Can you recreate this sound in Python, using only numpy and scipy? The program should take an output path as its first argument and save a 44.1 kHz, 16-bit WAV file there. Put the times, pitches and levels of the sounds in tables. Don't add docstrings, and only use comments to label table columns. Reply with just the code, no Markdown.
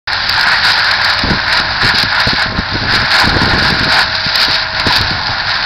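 import sys
import numpy as np
from scipy import signal
from scipy.fft import rfft, irfft
from scipy.io import wavfile
from scipy.ndimage import uniform_filter1d

SR = 44100
rng = np.random.default_rng(int(sys.argv[2]) if len(sys.argv) > 2 else 0)


def output_pcm(signal):
    pcm = np.clip(np.atleast_2d(signal).T, -1, 1) * 32767
    wavfile.write(sys.argv[1], SR, np.round(pcm).astype(np.int16))


N = 249165
TIME = np.arange(N) / SR


# pitch_hz, level_db
DRUM_TONE = [(150, -19.5), (450, -24.5), (600, -15.5), (760, -4), (870, -2.5), (1040, -2.5), (1150, -10.5),
             (1400, -11), (2500, -42), (6000, -90)]
HOOD_TONE = [(600, -33), (1150, -13), (1320, -5.5), (1440, 2), (1525, -0.5), (1620, 1.5), (1730, 0.5),
             (1860, -3), (2020, -9), (2210, -7.5), (2600, -15), (3100, -20), (5000, -51.5), (7000, -90.5)]
SPLINTER_TONE = [(1200, -19), (2400, -8), (3200, -10), (3850, -0.5), (4500, 1), (5000, -1), (5250, -5),
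                 (5500, -17.5), (5750, -16), (6100, -28.5), (6600, -98), (8000, -92.5)]

def mulcher():
    drum_gain, hood_gain, splinter_gain = workload()
    chewing = bites(per_s=150, fade_s=0.013, depth=0.37)
    drum = ring(impacts(per_s=6000, spread_db=4.0) * chewing, DRUM_TONE)
    roar = ring(impacts(per_s=5000, spread_db=2.0) * chewing, HOOD_TONE)
    tearing = chewing * bites(per_s=350, fade_s=0.0021, depth=0.92)
    crackle = ring(impacts(per_s=8000, spread_db=2.0) * tearing, SPLINTER_TONE)
    return unit(drum) * drum_gain + unit(roar) * hood_gain + unit(crackle) * splinter_gain


# time_s, drum_db, hood_db, splinter_db
TWIG_FEED = [(0.08, -22.5, -17, -19.5), (0.25, -26, -17, -16), (1.2, -22.5, -17.0, -17.5),
             (1.35, -24, -17.5, -19.0), (1.72, -23, -18.0, -20.0), (2.43, -29.5, -18.0, -19.5),
             (2.5, -29, -22, -24.5), (2.82, -25, -20.0, -20.5), (3.0, -22, -14.5, -17.0),
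             (3.4, -21.5, -17, -17.5), (3.8, -25.0, -16, -17), (4.1, -24, -18.5, -18.5),
             (4.25, -27.5, -21, -17.0), (4.6, -24.5, -17, -17.5), (4.7, -26.5, -22.0, -23.0),
             (5.05, -22.0, -17.5, -16), (5.22, -22.0, -21.5, -21.0), (5.65, -24, -17, -18.0)]
# start_s, length_s, drum_db, hood_db, splinter_db
BIG_BRANCHES = [(0.29, 0.18, -20.5, -14.5, -30), (0.41, 0.15, -20.5, -11, -26),
                (0.61, 0.094, -17, -12.5, -10), (0.73, 0.085, -26.5, -15, -20),
                (0.84, 0.1, -21.5, -13.5, -17.0), (0.98, 0.13, -25.0, -15, -16.5),
                (1.44, 0.15, -23.5, -12.5, -15), (1.779, 0.11, -23.5, -11, -13.5),
                (1.918, 0.092, -25, -18, -10.5), (2.08, 0.14, -19.5, -13.5, -20),
                (2.18, 0.14, -24.5, -23, -15), (2.34, 0.087, -20.5, -14.5, -17.5),
                (2.54, 0.038, -22, -19.0, -22.5), (2.85, 0.12, -27, -16, -15),
                (3.1, 0.13, -17.5, -10.5, -12), (3.48, 0.055, -15.5, -17, -25), (3.6, 0.076, -17, -21, -16),
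                (3.868, 0.13, -15.5, -11.0, -10), (4.32, 0.11, -21.0, -15, -9),
                (4.46, 0.096, -29.0, -27, -11), (4.72, 0.094, -21.5, -17, -17.5),
                (4.84, 0.12, -20.5, -16.5, -11), (5.44, 0.075, -23.5, -16.5, -15)]

def workload(grab_s=0.039, clear_s=0.033, build_db=5.5):
    power = undb(curves(TWIG_FEED)) ** 2
    for start_s, length_s, *levels_db in BIG_BRANCHES:
        unshredded = np.clip(1 - (TIME - start_s) / length_s, 0, 1)
        gain = swell(start_s, length_s, grab_s, clear_s) * undb(-build_db * unshredded)
        power += np.outer(undb(levels_db), gain) ** 2
    return np.sqrt(power)


def bites(per_s, fade_s, depth):
    caught = (rng.random(N) < per_s / SR) * rng.exponential(size=N)
    flurry = signal.lfilter([1], [1, -np.exp(-1 / (fade_s * SR))], caught)
    return np.sqrt((1 + depth * flurry / flurry.mean()) / (1 + depth))


# start_s, level_db, extra_rattle_db
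STICK_SNAPS = [(0.2946, 3.5, -2), (0.41, -4.5, 1), (0.646, -7, -2), (0.9121, -2, -1), (1.1908, -6, 5),
               (1.527, -1, -1), (1.5704, -9, -1), (1.599, -3, -2), (1.9842, -1, 1), (2.0284, -1, 1),
               (2.2006, -4.5, 1), (2.361, -5, -5.5), (3.0152, -5.5, 0), (3.199, -1, -1), (4.151, -1, -3),
               (4.2756, -4, -1), (4.2892, -5, -1.5), (4.356, 0.5, 1.5), (4.431, -3, -1), (4.556, -1, -4),
               (4.797, -6.5, 2.5), (4.872, -8, -1), (4.97, -0.5, -0.5), (5.105, -4, -3), (5.269, -4, -3.5),
               (5.541, -4.5, -3.5), (5.626, -5.5, 0.5)]
# pitch_hz, level_db
STICK_TONE = [(400, -13.5), (900, 3), (1600, 4), (2400, 10), (3200, 0.5), (4200, 14.5), (5100, 17),
              (5550, -12), (6100, -7), (6700, -65), (8000, -102)]

def snaps(crack_db=9, rattle_db=-2, rattle_s=0.0039):
    cracks, rattle = np.zeros(N), np.zeros(N)
    for start_s, level_db, extra_rattle_db in STICK_SNAPS:
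        start = int(start_s * SR)
        cracks[start] = undb(level_db + crack_db)
        fade = np.exp(-TIME[:N - start] / rattle_s)
        rattle[start:] += undb(level_db + extra_rattle_db + rattle_db) * fade
    return ring(cracks + rattle * rng.standard_normal(N), STICK_TONE)


# start_s, level_db
LUMP_KNOCKS = [(0.518, -5), (1.3, -4), (1.528, -3.5), (1.889, -4.5), (2.166, -10), (3.215, 1), (3.409, -6),
               (3.985, -2), (4.902, -4)]
# pitch_hz, level_db
PLATE_TONE = [(300, -37), (700, -7), (860, -5.5), (980, 9.5), (1200, -28), (1450, 0.5), (2500, -11.5),
              (6000, -89)]

def knocks(knock_db=-6, fade_s=0.018):
    force = np.zeros(N)
    for start_s, level_db in LUMP_KNOCKS:
        start = int(start_s * SR)
        age_s = TIME[start:] - start_s
        force[start:] += undb(level_db) * np.exp(-age_s / fade_s)
    return undb(knock_db) * ring(force * rng.standard_normal(N), PLATE_TONE)


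# multiple_of_firing_rate, level_db
EXHAUST_TONES = [(1, -37), (2, -45), (9, -46), (11, -38)]
# time_s, low_tone_db, high_tone_db
GEAR_LEVELS = [(0.08, -43.5, -43), (0.8, -39, -39), (1.3, -34, -32), (1.8, -47, -39.5), (2.2, -47, -31.5),
               (2.65, -44, -35.5), (2.85, -44, -40), (3.1, -44, -33), (3.7, -43, -29.5), (4.7, -48, -31),
               (5.1, -47, -37.5), (5.65, -47, -37)]

def tractor(firing_hz=96.4, gears_hz=(578, 642), engine_db=-0.6, whine_db=-1.0):
    throb_db, waver_db = 3.0, 2.0
    speed = 1 + .001 * wander(6)
    phase_per_hz = 2 * np.pi * np.cumsum(speed) / SR
    exhaust = sum(undb(level_db + throb_db * wander(12)) * np.sin(multiple * firing_hz * phase_per_hz)
                  for multiple, level_db in EXHAUST_TONES)
    whine = sum(undb(level_db + waver_db * wander(11)) * np.sin(pitch_hz * phase_per_hz)
                for pitch_hz, level_db in zip(gears_hz, curves(GEAR_LEVELS)))
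    return np.sqrt(2) * (undb(engine_db) * exhaust + undb(whine_db) * whine)


# time_s, level_db
BREEZE_LEVELS = [(0.08, -32), (0.45, -29), (0.62, -35), (1.1, -35.5), (1.6, -24.5), (2.17, -32.5),
                 (2.7, -29.5), (4.05, -26), (4.35, -35), (5.1, -24.5), (5.65, -31)]
# start_s, length_s, level_db
WIND_GUSTS = [(1.219, 0.12, -14.5), (1.828, 0.029, -12.5), (2.026, 0.04, -29), (2.263, 0.067, -25),
              (2.45, 0.14, -19.5), (2.705, 0.34, -19.5), (3.22, 0.34, -13.5), (3.595, 0.28, -17.5),
              (4.47, 0.046, -24.5), (4.86, 0.03, -19), (4.97, 0.066, -17), (5.096, 0.027, -22.5),
              (5.28, 0.033, -20.5)]
# pitch_hz, level_db
BREEZE_TONE = [(15, -8.5), (30, 3), (60, 1.5), (120, 1.5), (190, -6), (300, -14.5), (600, -36), (1500, -50),
               (6000, -100)]
GUST_TONE = [(15, -21), (50, -3), (130, 0.5), (270, -3), (420, -8.5), (700, -15.5), (1400, -21),
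             (3000, -78), (6000, -100)]

def wind(wind_db=-2.0, gusty_above_db=-23, flutter_db=3.5, wander_db=1.0):
    calm_db, = curves(BREEZE_LEVELS)
    power = undb(calm_db + wander_db * wander(16)) ** 2
    for start_s, length_s, level_db in WIND_GUSTS:
        power += (undb(level_db) * swell(start_s, length_s, rise_s=0.018, fall_s=0.026)) ** 2
    total_db = 10 * np.log10(power)
    flap_share = 1 / (1.5 + np.exp((gusty_above_db - total_db) / 3))
    breeze = unit(ring(rng.standard_normal(N), BREEZE_TONE))
    flaps = impacts(per_s=280, spread_db=1.3) * undb(flutter_db * wander(70))
    flapping = unit(ring(flaps, GUST_TONE))
    blend = np.sqrt(1 - flap_share) * breeze + np.sqrt(flap_share) * flapping
    return undb(total_db + wind_db) * blend


# start_s, level_db, pitch_hz
AIR_SWIRLS = [(1.234, -7, 145), (1.302, -1, 160), (1.342, -13, 169), (1.596, -15, 200), (1.843, -11, 143),
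              (1.936, -11, 147), (2.032, -11, 161), (2.268, -1, 260), (2.329, -10.5, 191), (2.584, -7, 121),
              (2.823, -11.5, 121), (3.022, -11, 277), (3.271, -7, 130), (3.364, -4, 286), (3.414, -6, 178),
              (3.474, -7.5, 264), (3.533, -4, 151), (3.575, -6.5, 205), (3.616, -7, 380),
              (3.721, -13.5, 140), (3.806, -10.5, 148), (3.875, -11.5, 182), (4.262, -15, 121),
              (4.48, -12, 220), (4.863, -2.5, 287), (5.004, -12, 120)]

def wind_thumps(swirl_db=-7, rise_s=0.00528):
    swirl, thumps = np.zeros(N), np.zeros(N)
    for start_s, level_db, pitch_hz in AIR_SWIRLS:
        start = int(start_s * SR)
        near = slice(start, start + SR // 10)
        rise = (TIME[near] - start_s) / rise_s
        swirl[near] += undb(level_db) * rise * np.exp(1 - rise)
        swing = 2 * np.pi * pitch_hz * (TIME[near] - start_s - rise_s)
        thumps[near] += undb(level_db) * swing * np.exp((1 - swing ** 2) / 2)
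    return thumps + undb(swirl_db) * ring(swirl * rng.standard_normal(N), GUST_TONE)


def impacts(per_s, spread_db):
    hit = rng.random(N) < per_s / SR
    size = undb(spread_db * np.minimum(rng.exponential(size=N), 5))
    return unit(hit * size * rng.choice([-1, 1], N))


def ring(x, tone, size=4096):
    pitch_hz, level_db = np.transpose(tone)
    grid_hz = np.maximum(np.arange(size // 2 + 1) * SR / size, 1)
    gains = undb(np.interp(np.log(grid_hz), np.log(pitch_hz), level_db))
    folded = irfft(np.log(gains))
    folded[1:size // 2] *= 2
    folded[size // 2 + 1:] = 0
    ringing = irfft(np.exp(rfft(folded)))
    return signal.fftconvolve(x, ringing / np.linalg.norm(ringing))[:N]


def swell(start_s, length_s, rise_s, fall_s):
    age_s = TIME - start_s
    return np.clip(age_s / rise_s, 0, 1) * np.exp(-np.maximum(age_s - length_s, 0) / fall_s)


def wander(per_s):
    hold = max(int(SR / per_s), 1)
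    steps = np.repeat(rng.standard_normal(N // hold + 1), hold)
    return unit(uniform_filter1d(uniform_filter1d(steps, hold), hold)[:N])


def curves(table):
    time_s, *columns = np.transpose(table)
    return [np.interp(TIME, time_s, column) for column in columns]


def undb(db):
    return 10 ** (np.asarray(db) / 20)


def unit(x):
    return x / np.sqrt(np.mean(x ** 2))


def scene():
    return (mulcher() + snaps() + knocks() + tractor() + wind() + wind_thumps())[None]


def record(dry, start_s=.074, overload=.73, top_hz=15800):
    opened = dry * (TIME >= start_s)
    flattened = opened / (1 + np.abs(opened / overload) ** 24) ** (1 / 24)
    dulling = signal.firwin2(31, [0, 5000, 7500, SR / 2], [1, 1, .6, .55], fs=SR)
    dulled = signal.convolve(flattened, dulling[None], "same")
    top_cut = signal.ellip(8, .1, 60, top_hz, fs=SR, output="sos")
    return signal.sosfiltfilt(top_cut, dulled)


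dry = scene()
out = record(dry)
output_pcm(out)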